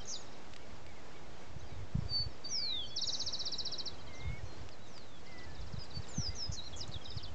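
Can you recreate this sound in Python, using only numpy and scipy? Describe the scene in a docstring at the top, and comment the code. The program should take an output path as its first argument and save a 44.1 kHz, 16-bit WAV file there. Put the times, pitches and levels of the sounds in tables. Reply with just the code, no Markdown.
"""In a field of tall grass, small birds sing: slurred whistles, trills of falling chirps and short buzzes.
Each whistle is a sine gliding in pitch; a buzz sweeps its pitch over and over.
The grass scatters the song back as short dying tails of noise. Stems tick as tiny cracks of noise.
The field hisses and rustles as coloured noise, and wind thumps and rumbles on the microphone."""
import sys
import numpy as np
from scipy import signal
from scipy.fft import rfft, irfft, next_fast_len
from scipy.io import wavfile
from scipy.ndimage import uniform_filter1d, map_coordinates

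SR = 44100
rng = np.random.default_rng(int(sys.argv[2]) if len(sys.argv) > 2 else 0)


def persist_wave(psi):
    """Save psi, clipped to +-1, as 16-bit WAV."""
    counts = np.round(np.clip(psi, -1, 1) * 32767).astype(np.int16)
    wavfile.write(sys.argv[1], SR, np.atleast_2d(counts).T)


N = 323694  # length [samples]

# whistled notes whose pitch bends smoothly through three values: (start [s], length [s], first pitch [Hz],
# middle pitch [Hz], last pitch [Hz], loudest level [dB], place of the loudest point [0-1], middle if left out)
NOTES = [ (.053, 0.0054, 4700, 6400, 6800, -48.5, .7), (0.068, .006, 6330, 6540, 6700, -52),
         (0.076, .003, 4600, 5200, 5800, -47), (0.077, 0.01, 6560, 6200, 5810, -45),
         (0.126, .009, 5120, 4820, 4550, -46), (.132, .017, 5530, 4940, 4340, -41.5),
         (.15, 0.024, 4270, 3760, 3470, -46, 0.28), (0.148, 0.082, 7000, 6800, 6280, -58, .35),
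         (1.579, 0.028, 5050, 5900, 6570, -62, 0.94), (2.442, 0.032, 4700, 4564, 4670, -43.5),
         (1.685, .12, 4050, 3730, 3440, -71, .35), (1.974, .066, 5830, 5270, 4830, -70),
         (2.472, 0.044, 4720, 4620, 4650, -51, 0.04), (2.508, 0.23, 2250, 2310, 2420, -59),
         (2.729, 0.07, 2070, 2070, 2060, -60.5, .1), (2.809, 0.13, 4504, 4470, 4430, -57.5),
         (2.855, 0.075, 6320, 5430, 4480, -60.5), (2.903, 0.059, 3340, 3395, 3340, -52, 0.3),
         (3.04, 0.043, 6600, 6780, 6550, -52, 0.6), (3.553, .05, 6700, 7400, 6230, -64.5),
         (1.604, .018, 3650, 3900, 4150, -65), (1.658, .055, 4830, 4720, 4500, -68, .35),
         (2.29, .08, 5600, 5150, 4750, -68, .35), (2.443, .014, 3950, 3780, 3650, -59),
         (4.191, .04, 4980, 3920, 3260, -58), (4.228, 0.086, 3700, 3590, 3460, -65, .4),
         (4.27, .022, 4620, 4100, 3660, -62, 0.7), (4.455, 0.12, 4310, 4200, 4200, -66, .45),
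         (4.55, .065, 4640, 4600, 4640, -69), (4.795, .095, 3700, 3930, 3600, -66),
         (4.713, .04, 5400, 4300, 4000, -60, .25), (5.466, 0.13, 1756, 1730, 1720, -63, 0.2),
         (5.388, .036, 4000, 3350, 2900, -64), (5.5, 0.15, 4480, 3720, 3450, -68),
         (5.787, 0.058, 5140, 4980, 4640, -52), (5.82, 0.03, 2480, 3200, 4100, -66),
         (5.835, .012, 6340, 7200, 8800, -61), (6.085, 0.032, 8700, 8820, 8800, -52),
         (5.915, 0.068, 4600, 4560, 4535, -47.5, 0.88), (6.35, .17, 4280, 3850, 3450, -66, .4),
         (6.108, .015, 5360, 5000, 4670, -60), (6.208, 0.022, 1345, 1400, 1360, -58, .9),
         (6.283, 0.067, 1880, 2070, 2000, -61.5), (6.358, .11, 6300, 5340, 5033, -41.5, 0.67),
         (6.625, .095, 5050, 5750, 5200, -65.5, .4), (6.736, 0.031, 3400, 3330, 3400, -49.5, 0),
         (6.78, 0.065, 2950, 2895, 2920, -64), (6.804, 0.018, 5700, 5130, 4550, -41),
         (6.824, 0.02, 4250, 3940, 3540, -47), (6.877, 0.0052, 8500, 6770, 5130, -50),
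         (6.88, 0.018, 4150, 4150, 4050, -63), (6.938, 0.013, 4050, 3760, 3500, -43.5, 0.32),
         (6.959, 0.022, 3450, 3280, 3050, -47, 0), (7.021, 0.16, 5110, 5070, 5120, -58),
         (7.045, .007, 6830, 5200, 4230, -53), (7.053, 0.014, 4050, 3810, 3580, -46),
         (7.104, 0.01, 5330, 4780, 4180, -44.5, 0.05), (7.116, .015, 3840, 3660, 3500, -48, 0.1),
         (7.168, 0.028, 5600, 4220, 3520, -47, 0.29), (7.197, .012, 3020, 3080, 3120, -55),
         (7.229, 0.029, 5570, 4340, 3280, -49.5, 0.35), (7.256, 0.01, 3250, 3430, 3600, -50.5, .7)]
# how far a note would swell up and fade if either took the whole note; roundness of that curve
RISE_DB, FALL_DB, ROUND = 34.5, 18, 1.8
# chips that draw closer together, then end in an even quick run:
# (start [s], loudest level [dB], length [s])
CHIPS = [(5.588, -59, 0.014), (5.763, -58.5, 0.019), (5.908, -56, 0.021), (6.033, -58, 0.024),
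         (6.135, -57.5, .016), (6.208, -58.5, .014),
         (6.262, -57, .008)] + [(6.302 + 0.031 * k, -60, .007) for k in range(6)]
CHIP_HZ, CHIP_PEAK = (4060, 3840, 3360), .24  # first, middle, last pitch; place of the loudest point [0-1]
# short low pips that sag a little: (start [s], middle pitch [Hz], loudest level [dB])
PIPS = [(0, 3130, -55.5), (3.703, 3300, -59), (3.755, 3330, -64), (3.806, 3170, -60), (3.91, 3400, -61),
        (3.982, 3170, -60), (4.074, 3120, -60), (4.285, 2980, -65), (4.388, 1880, -60), (7.012, 3240, -57),
        (7.076, 3150, -56), (7.274, 3050, -59)]
PIP_S, PIP_SAG_HZ = .024, 90  # length, fall over each half
# longer slurs with turns of their own, each a list of (time [s], pitch [Hz], level [dB])
SLURS = [
    [(2.49, 6280, -56.5), (2.52, 5880, -42), (2.56, 5320, -35.5), (2.6, 4790, -42), (2.65, 4370, -39.5),
     (2.71, 3910, -39.5), (2.78, 3530, -41), (2.856, 3060, -48), (2.868, 3500, -52)],
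    [(2.08, 4720, -64), (2.115, 4573, -41), (2.17, 4529, -35.5), (2.232, 4493, -37.5)],
    [(5.262, 2020, -64), (5.29, 2120, -62), (5.36, 1986, -59.5), (5.458, 1973, -59)],
    [(3.22, 6520, -53), (3.26, 6340, -57), (3.33, 5050, -64), (3.38, 4200, -54), (3.45, 3810, -57),
     (3.53, 3270, -71)],
    [(4.07, 1954, -69), (4.09, 2190, -63), (4.14, 2063, -60.5), (4.385, 2230, -54)],
    [(4.875, 6330, -70), (4.92, 5900, -69), (4.97, 4840, -57), (5.02, 4130, -65.5), (5.1, 3660, -71),
     (5.185, 3280, -63)],
    [(6.085, 7160, -57), (6.105, 7240, -55), (6.14, 6560, -59.5), (6.18, 6170, -45), (6.23, 5400, -45.5),
     (6.27, 4920, -41), (6.295, 4790, -43)],
    [(6.56, 4400, -61), (6.575, 4250, -48), (6.595, 3840, -44.5), (6.612, 3880, -53), (6.628, 4130, -55),
     (6.646, 4250, -63), (6.665, 4200, -50.5), (6.682, 3870, -47.5)],
]
# buzzes: (start [s], end [s], first centre pitch [Hz], last centre pitch [Hz],
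# sweep to either side of the centre [Hz, + rising, - falling], sweeps a second [Hz], level [dB],
# share of the sweep rate lost by the end [0-1], none if left out)
BUZZES = [(0.083, 0.134, 6250, 5800, 750, 208, -42.5), (3.08, 3.239, 5600, 5450, 900, 210, -48.5),
          (3.216, 3.494, 5860, 5600, 751, 200, -59.5), (4.141, 4.196, 6220, 5450, -500, 201, -59.5),
          (4.44, 4.5, 6000, 5700, 600, 90, -66), (6.348, 6.374, 6170, 6250, 402, 173, -51.5),
          (6.514, 6.562, 5760, 5700, 1150, 159, -45.5, 0.3), (6.632, 6.664, 4050, 4150, -300, 168, -53),
          (6.728, 6.739, 3720, 3580, -500, 200, -52), (6.757, 6.807, 7160, 5900, -1000, 164.6, -49, 0.08),
          (6.914, 6.941, 4470, 4330, -700, 137, -51), (7.206, 7.225, 2970, 3170, 495, 151, -55)]
SWEEP_SHARE = .77  # part of each turn taken by the slow sweep
UNEVEN = .07  # wander of the sweep rate by the end, as a share
# the near trill, one row a chirp: (time [s], level [dB])
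TRILL = [(2.9558, -35.5), (3.0082, -34.5), (3.0646, -34), (3.1197, -36), (3.189, -36.5), (3.2553, -36),
         (3.32, -37.5), (3.3843, -38), (3.4478, -36.5), (3.5117, -37.5), (3.576, -37), (3.6441, -37.5),
         (3.7114, -38.5), (3.7744, -39), (3.8497, -39.5)]
# glide of a near chirp: (time after its start [s], pitch [Hz], relative level [dB])
CHIRP = [(.003, 6410, -22), (.007, 5820, -8.5), (.016, 5234, 0.5), (.0195, 4790, -7.5), (.024, 4480, 0),
         (.0272, 4210, -7), (.0293, 4150, 0.5), (.0315, 3975, -5), (.034, 3900, -1.5), (.046, 3600, -14)]
TRIM, TRIM_WITHIN_S = .45, .3  # share of its end stretches that a chirp loses; how soon in the trill
# glides of birds further off, all as (time after the start [s], pitch [Hz], relative level [dB])
FAR_CHIRP = [(0, 5780, -3), (.011, 4850, -5), (.018, 4000, -4), (.029, 3700, -3)]
STEEP_CHIRP = [(0, 5790, -8.5), (.008, 4945, 0), (.016, 4200, -4.5), (.025, 3850, -7.5)]
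THIN_CHIRP = [(0, 5770, -3.5), (.013, 4800, -4)]
SHORT_CHIRP = [(0, 5010, -5), (.014, 4050, -1), (.026, 3820, -2)]
# even runs of those chirps: (glide, first time [s], last time [s], time between [s],
# first level [dB], last level [dB])
RUNS = [(FAR_CHIRP, 0, .362, .0602, -58, -65), (FAR_CHIRP, .025, .324, .0594, -57.5, -61),
        (SHORT_CHIRP, 3.934, 4.127, .0644, -58.5, -59), (THIN_CHIRP, 4.382, 4.657, .046, -64, -66),
        (STEEP_CHIRP, 5.257, 6.075, .0586, -58.5, -59.5)]
SCATTER_DB, SCATTER_S = 1.5, .0015  # typical chance shift of level and time for each call of a run
# call of a distant low bird, an arch and a drop: (time after the start [s], pitch [Hz], relative level [dB])
LOW_PAIR = [(0, 2170, -6), (.035, 2310, -1.5), (.068, 2110, -9), (.086, 2130, -45), (.104, 2215, 0),
            (.145, 1900, -9)]
# when that bird calls: (time [s], level [dB])
LOW_CALLS = [(.345, -68), (.6, -65.5), (.86, -61.5), (1.13, -64), (1.41, -69), (1.69, -66)]
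CHORUS_PER_S, CHORUS_TOP_DB = 7, -69  # stray chirps of birds at the edge of hearing
# grass stems ticking: (time [s], starting level before colouring [dB])
TICKS = [(0.536, -43.5), (0.563, -43), (0.865, -49), (4.6896, -47), (4.9788, -46.5), (6.07, -50.5)]
# treble balance of the microphone for birds and ticks: (frequency [Hz], level [dB])
MIC_TREBLE = [(6000, 1.5), (8000, 0.5), (8900, -25)]
# wind pushes on the diaphragm: (time [s], size [dB], quickness [Hz])
THUMPS = [(1.567, -36, 110), (1.727, -38, 110), (1.9554, -21.5, 134), (1.972, -33.5, 51),
          (1.99, -23.5, 124), (2.0249, -32, 88.5), (2.058, -33, 75), (2.118, -32, 88), (2.205, -32, 94),
          (2.268, -31, 85), (4.2584, -35, 104), (4.3027, -30.5, 88), (4.3353, -33.5, 107),
          (4.4386, -32.5, 79), (5.743, -31, 131), (5.7833, -31.5, 94), (5.974, -31.5, 117),
          (5.997, -32, 82.6), (6.185, -24.5, 160), (6.199, -27, 99), (6.294, -32.5, 54.5),
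          (6.4974, -30, 107), (6.8945, -36, 120), (6.965, -34, 86), (7.1713, -31, 98)]
# buffeting of the microphone by wind: (time [s], level [dB])
BUFFET = [(0, -61.5), (1.5, -60.5), (2.1, -48), (2.5, -61.5), (2.75, -49.5), (3.2, -62), (4.15, -57),
          (4.33, -41.5), (4.55, -55.5), (5.301, -60), (5.6, -44), (5.9, -53), (6.2, -50.5), (7.34, -53.5)]
# tone of the buffeting: (frequency [Hz], relative level per Hz [dB])
RUMBLE_TONE = [(15, -16), (45, 5), (95, 6), (180, -11), (350, -54)]
# tone of the field's hiss: (frequency [Hz], relative level per Hz [dB])
HISS_TONE = [(20, -61), (60, 1.5), (600, -3), (1200, -9), (2500, -15), (5000, -19), (7000, -22.5),
             (8200, -31), (8900, -57)]
# rustle of blades close by: (time [s], level before its flicker [dB])
RUSTLE = [(0, -70), (.9, -73.5), (1.3, -76), (7.34, -68)]
TOP_HZ, OFFSET = 8900, .013  # top of the recorded band; constant shift of the wave [full scale = 1]


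def birds():
    """Whistles and buzzes; trills are kept apart, as they come from deeper in the grass."""
    song, trills, fade = np.zeros(N), np.zeros(N), .003
    notes = [note(*row) for row in NOTES]
    chips = [note(s, length, *CHIP_HZ, db, CHIP_PEAK) for s, db, length in CHIPS]
    pips = [note(s, PIP_S, hz + PIP_SAG_HZ, hz, hz - PIP_SAG_HZ, db, CHIP_PEAK) for s, hz, db in PIPS]
    for rows in notes + chips + pips + SLURS:
        add(song, rows[0][0] - fade, whistle(rows, flutter_db=.58, fade=fade))
    for row in BUZZES:
        add(song, row[0], buzz(*row))
    for glide, s, db in calls():
        add(trills, s + glide[0][0] - fade, amp(db) * whistle(glide, flutter_db=.5, fade=fade))
    return song, trills


def note(start, length, first_hz, middle_hz, last_hz, db, peak=.5):
    """Glide of a simple note: the pitch follows a parabola, the level swells to its peak and falls again."""
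    u = np.linspace(0, 1, num=25)
    bend = np.polyfit([0, .5, 1], [first_hz, middle_hz, last_hz], deg=2)
    hz = np.polyval(bend, u)
    below_peak_db = np.where(u < peak, RISE_DB, FALL_DB) * abs(u - peak) ** ROUND
    return np.transpose([start + length * u, hz, db - below_peak_db])


def whistle(rows, flutter_db, fade):
    """A sine glides through (time [s], pitch [Hz], level [dB]) points, corners rounded, level fluttering."""
    s, hz, db = np.transpose(rows)
    t = np.arange(s[0] - fade, s[-1] + fade, 1 / SR)
    pitch = uniform_filter1d(np.interp(t, s, hz), size=120)
    edge = np.clip(np.minimum(t - t[0], t[-1] - t) / (2 * fade), 0, 1)
    level = amp(np.interp(t, s, db) + flutter_db * wobble(90, size=len(t)))
    # a sine peaks at the square root of 2 times its average (RMS) level
    return np.sqrt(2) * edge * level * np.sin(2 * np.pi * np.cumsum(pitch) / SR)


def buzz(start, end, first_hz, last_hz, sweep_hz, rate, db, slowing=0):
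    """The pitch sweeps slowly and swings back fast, fading between turns; falling ones swing in silence."""
    size = round((end - start) * SR)
    wander = UNEVEN * wobble(40, size=size) * np.linspace(0, 1, size)
    pace = np.linspace(1, 1 - slowing, size) + wander
    turn = np.cumsum(rate * pace / SR) % 1
    zigzag = np.interp(turn, [0, SWEEP_SHARE, 1], [-1, 1, -1])
    rough_zigzag = zigzag + .0484 * wobble(500, size=size)
    pitch = np.linspace(first_hz, last_hz, size) + sweep_hz * rough_zigzag
    voiced_share = 1 if sweep_hz > 0 else SWEEP_SHARE
    voiced = np.minimum(turn / voiced_share, 1)
    level = abs(np.sin(np.pi * voiced)) ** .61 * amp(db + 1.078 * wobble(350, size=size))
    edge = signal.windows.tukey(size, .4)
    return np.sqrt(2) * edge * level * np.sin(2 * np.pi * np.cumsum(pitch) / SR)


def calls():
    """Lists the glide, time [s] and level [dB] of every trill chirp, low call, run call and stray chirp."""
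    out = []
    for s, db in TRILL:
        share = TRIM * np.tanh((s - TRILL[0][0]) / TRIM_WITHIN_S)
        out.append((trimmed(CHIRP, share), s, db))
    out += [(LOW_PAIR, s, db) for s, db in LOW_CALLS]
    for glide, first, last, gap, first_db, last_db in RUNS:
        times = np.linspace(first, last, round((last - first) / gap) + 1)
        chance = rng.standard_normal((len(times), 2))
        levels = np.linspace(first_db, last_db, len(times)) + SCATTER_DB * chance[:, 0]
        times = times + SCATTER_S * chance[:, 1]
        out += [(glide, s, db) for s, db in zip(times, levels)]
    for when, quieter, slower in rng.random((round(CHORUS_PER_S * N / SR), 3)):
        # slower stray chirps are also lower
        glide = SHORT_CHIRP * np.array([1 + slower, 1.2 - slower / 2, 1])
        out.append((glide, when * N / SR, CHORUS_TOP_DB - 6 * quieter))
    return out


def trimmed(glide, share):
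    """Shortens a chirp by pulling both ends of its glide in along it, in time and pitch."""
    rows = np.array(glide)
    rows[[0, -1], :2] += share * (rows[[1, -2], :2] - rows[[0, -1], :2])
    return rows


def scatter(x, t60, db):
    """Stems and ground scatter the song into a noise tail that falls 60 dB in t60 seconds."""
    out, step, t = np.zeros(N), SR // 4, np.arange(SR // 2) / SR
    for i in range(0, N, step):  # a new tail every quarter second
        tail = rng.standard_normal(len(t)) * amp(-60 * t / t60) * (1 - np.exp(-t / .0013))
        add(out, i / SR, signal.fftconvolve(x[i:i + step], tail / np.linalg.norm(tail)))
    return amp(db) * out


def ticks():
    """Each stem tick is a crack of noise that dies away within milliseconds."""
    out, t = np.zeros(N), np.arange(SR // 50) / SR
    for s, db in TICKS:
        add(out, s, amp(db - 60 * t / .017) * rng.standard_normal(len(t)))
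    return filtered(out, [(600, -3), (2500, 6), (4000, 6), (8000, -3.5)])


def wind():
    """Wind pushes the diaphragm in single dips with a rebound, over lumpy buffeting of low noise."""
    out, t = np.zeros(N), np.arange(-SR // 20, SR // 20) / SR
    for s, db, hz in THUMPS:
        bump = np.exp(-(2 * hz * t) ** 2)
        add(out, s + t[0], -amp(db) * bump * np.cos(2 * np.pi * hz * t + .73))
    level = amp(np.interp(np.arange(N) / SR, *np.transpose(BUFFET)))
    lumps = amp(4.6 * wobble(14))
    return out + level * unit(lumps * filtered(rng.standard_normal(N), RUMBLE_TONE))


def field():
    """Grass and far air hiss as noise that breathes a little; blades close by add a brighter rustle."""
    hiss_level = amp(-54 + .36 * wobble(1) + .83 * wobble(7))
    hiss = hiss_level * unit(filtered(rng.standard_normal(N), HISS_TONE))
    rustle_db = np.interp(np.arange(N) / SR, *np.transpose(RUSTLE)) + 3 * wobble(25)
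    blades = filtered(rng.standard_normal(N), [(500, -2.5), (7500, -6.5), (8900, -31)])
    return hiss + amp(rustle_db) * unit(blades)


def amp(db):
    """Turns decibels into a plain multiplier."""
    return 10 ** (np.asarray(db) / 20)


def unit(x):
    """Scales a sound to an average (RMS) level of 1."""
    return x / np.sqrt(np.mean(x ** 2) + 1e-20)


def along(points, hz):
    """Reads values between (frequency [Hz], value) points on a log axis, as the ear spaces pitch."""
    f, v = np.transpose(points)
    return np.interp(np.log(hz + 1), np.log(f + 1), v)


def wobble(rate, size=N):
    """A smooth random curve through rate random values a second."""
    knots = rng.standard_normal(int(size * rate / SR) + 4)
    return map_coordinates(knots, [np.arange(size) * rate / SR])


def filtered(x, points):
    """Colours a sound by raising or lowering its frequencies to (frequency [Hz], level [dB]) points."""
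    m = next_fast_len(N + 8192)
    gain = amp(along(points, np.fft.rfftfreq(m, 1 / SR)))
    return irfft(rfft(x, m) * gain, m)[..., :N]


def add(track, s, sound):
    """Mixes a sound into the track at time s [s]."""
    part = track[max(round(s * SR), 0):][:len(sound)]
    part += sound[:len(part)]


def scene():
    """Adds the birds, their scattered tails and the ticks to the wind and the field."""
    song, trills = birds()
    short_tail = scatter(song + 1.1 * trills, t60=.15, db=-11)
    long_tail = scatter(song + trills, t60=.47, db=-22.5)
    # thin stems return the high notes best
    echoes = filtered(short_tail + long_tail, [(2200, -7), (3500, .5), (6000, 3.5)])
    near_and_far = filtered(song + trills + echoes + ticks(), MIC_TREBLE)
    return (near_and_far + wind() + field())[None]


def record(dry):
    """A steep band limit cuts the highest treble, and the converter adds a constant offset."""
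    return filtered(dry, [(TOP_HZ, 0), (TOP_HZ + 60, -90)]) + OFFSET


dry = scene()
out = record(dry)
persist_wave(out)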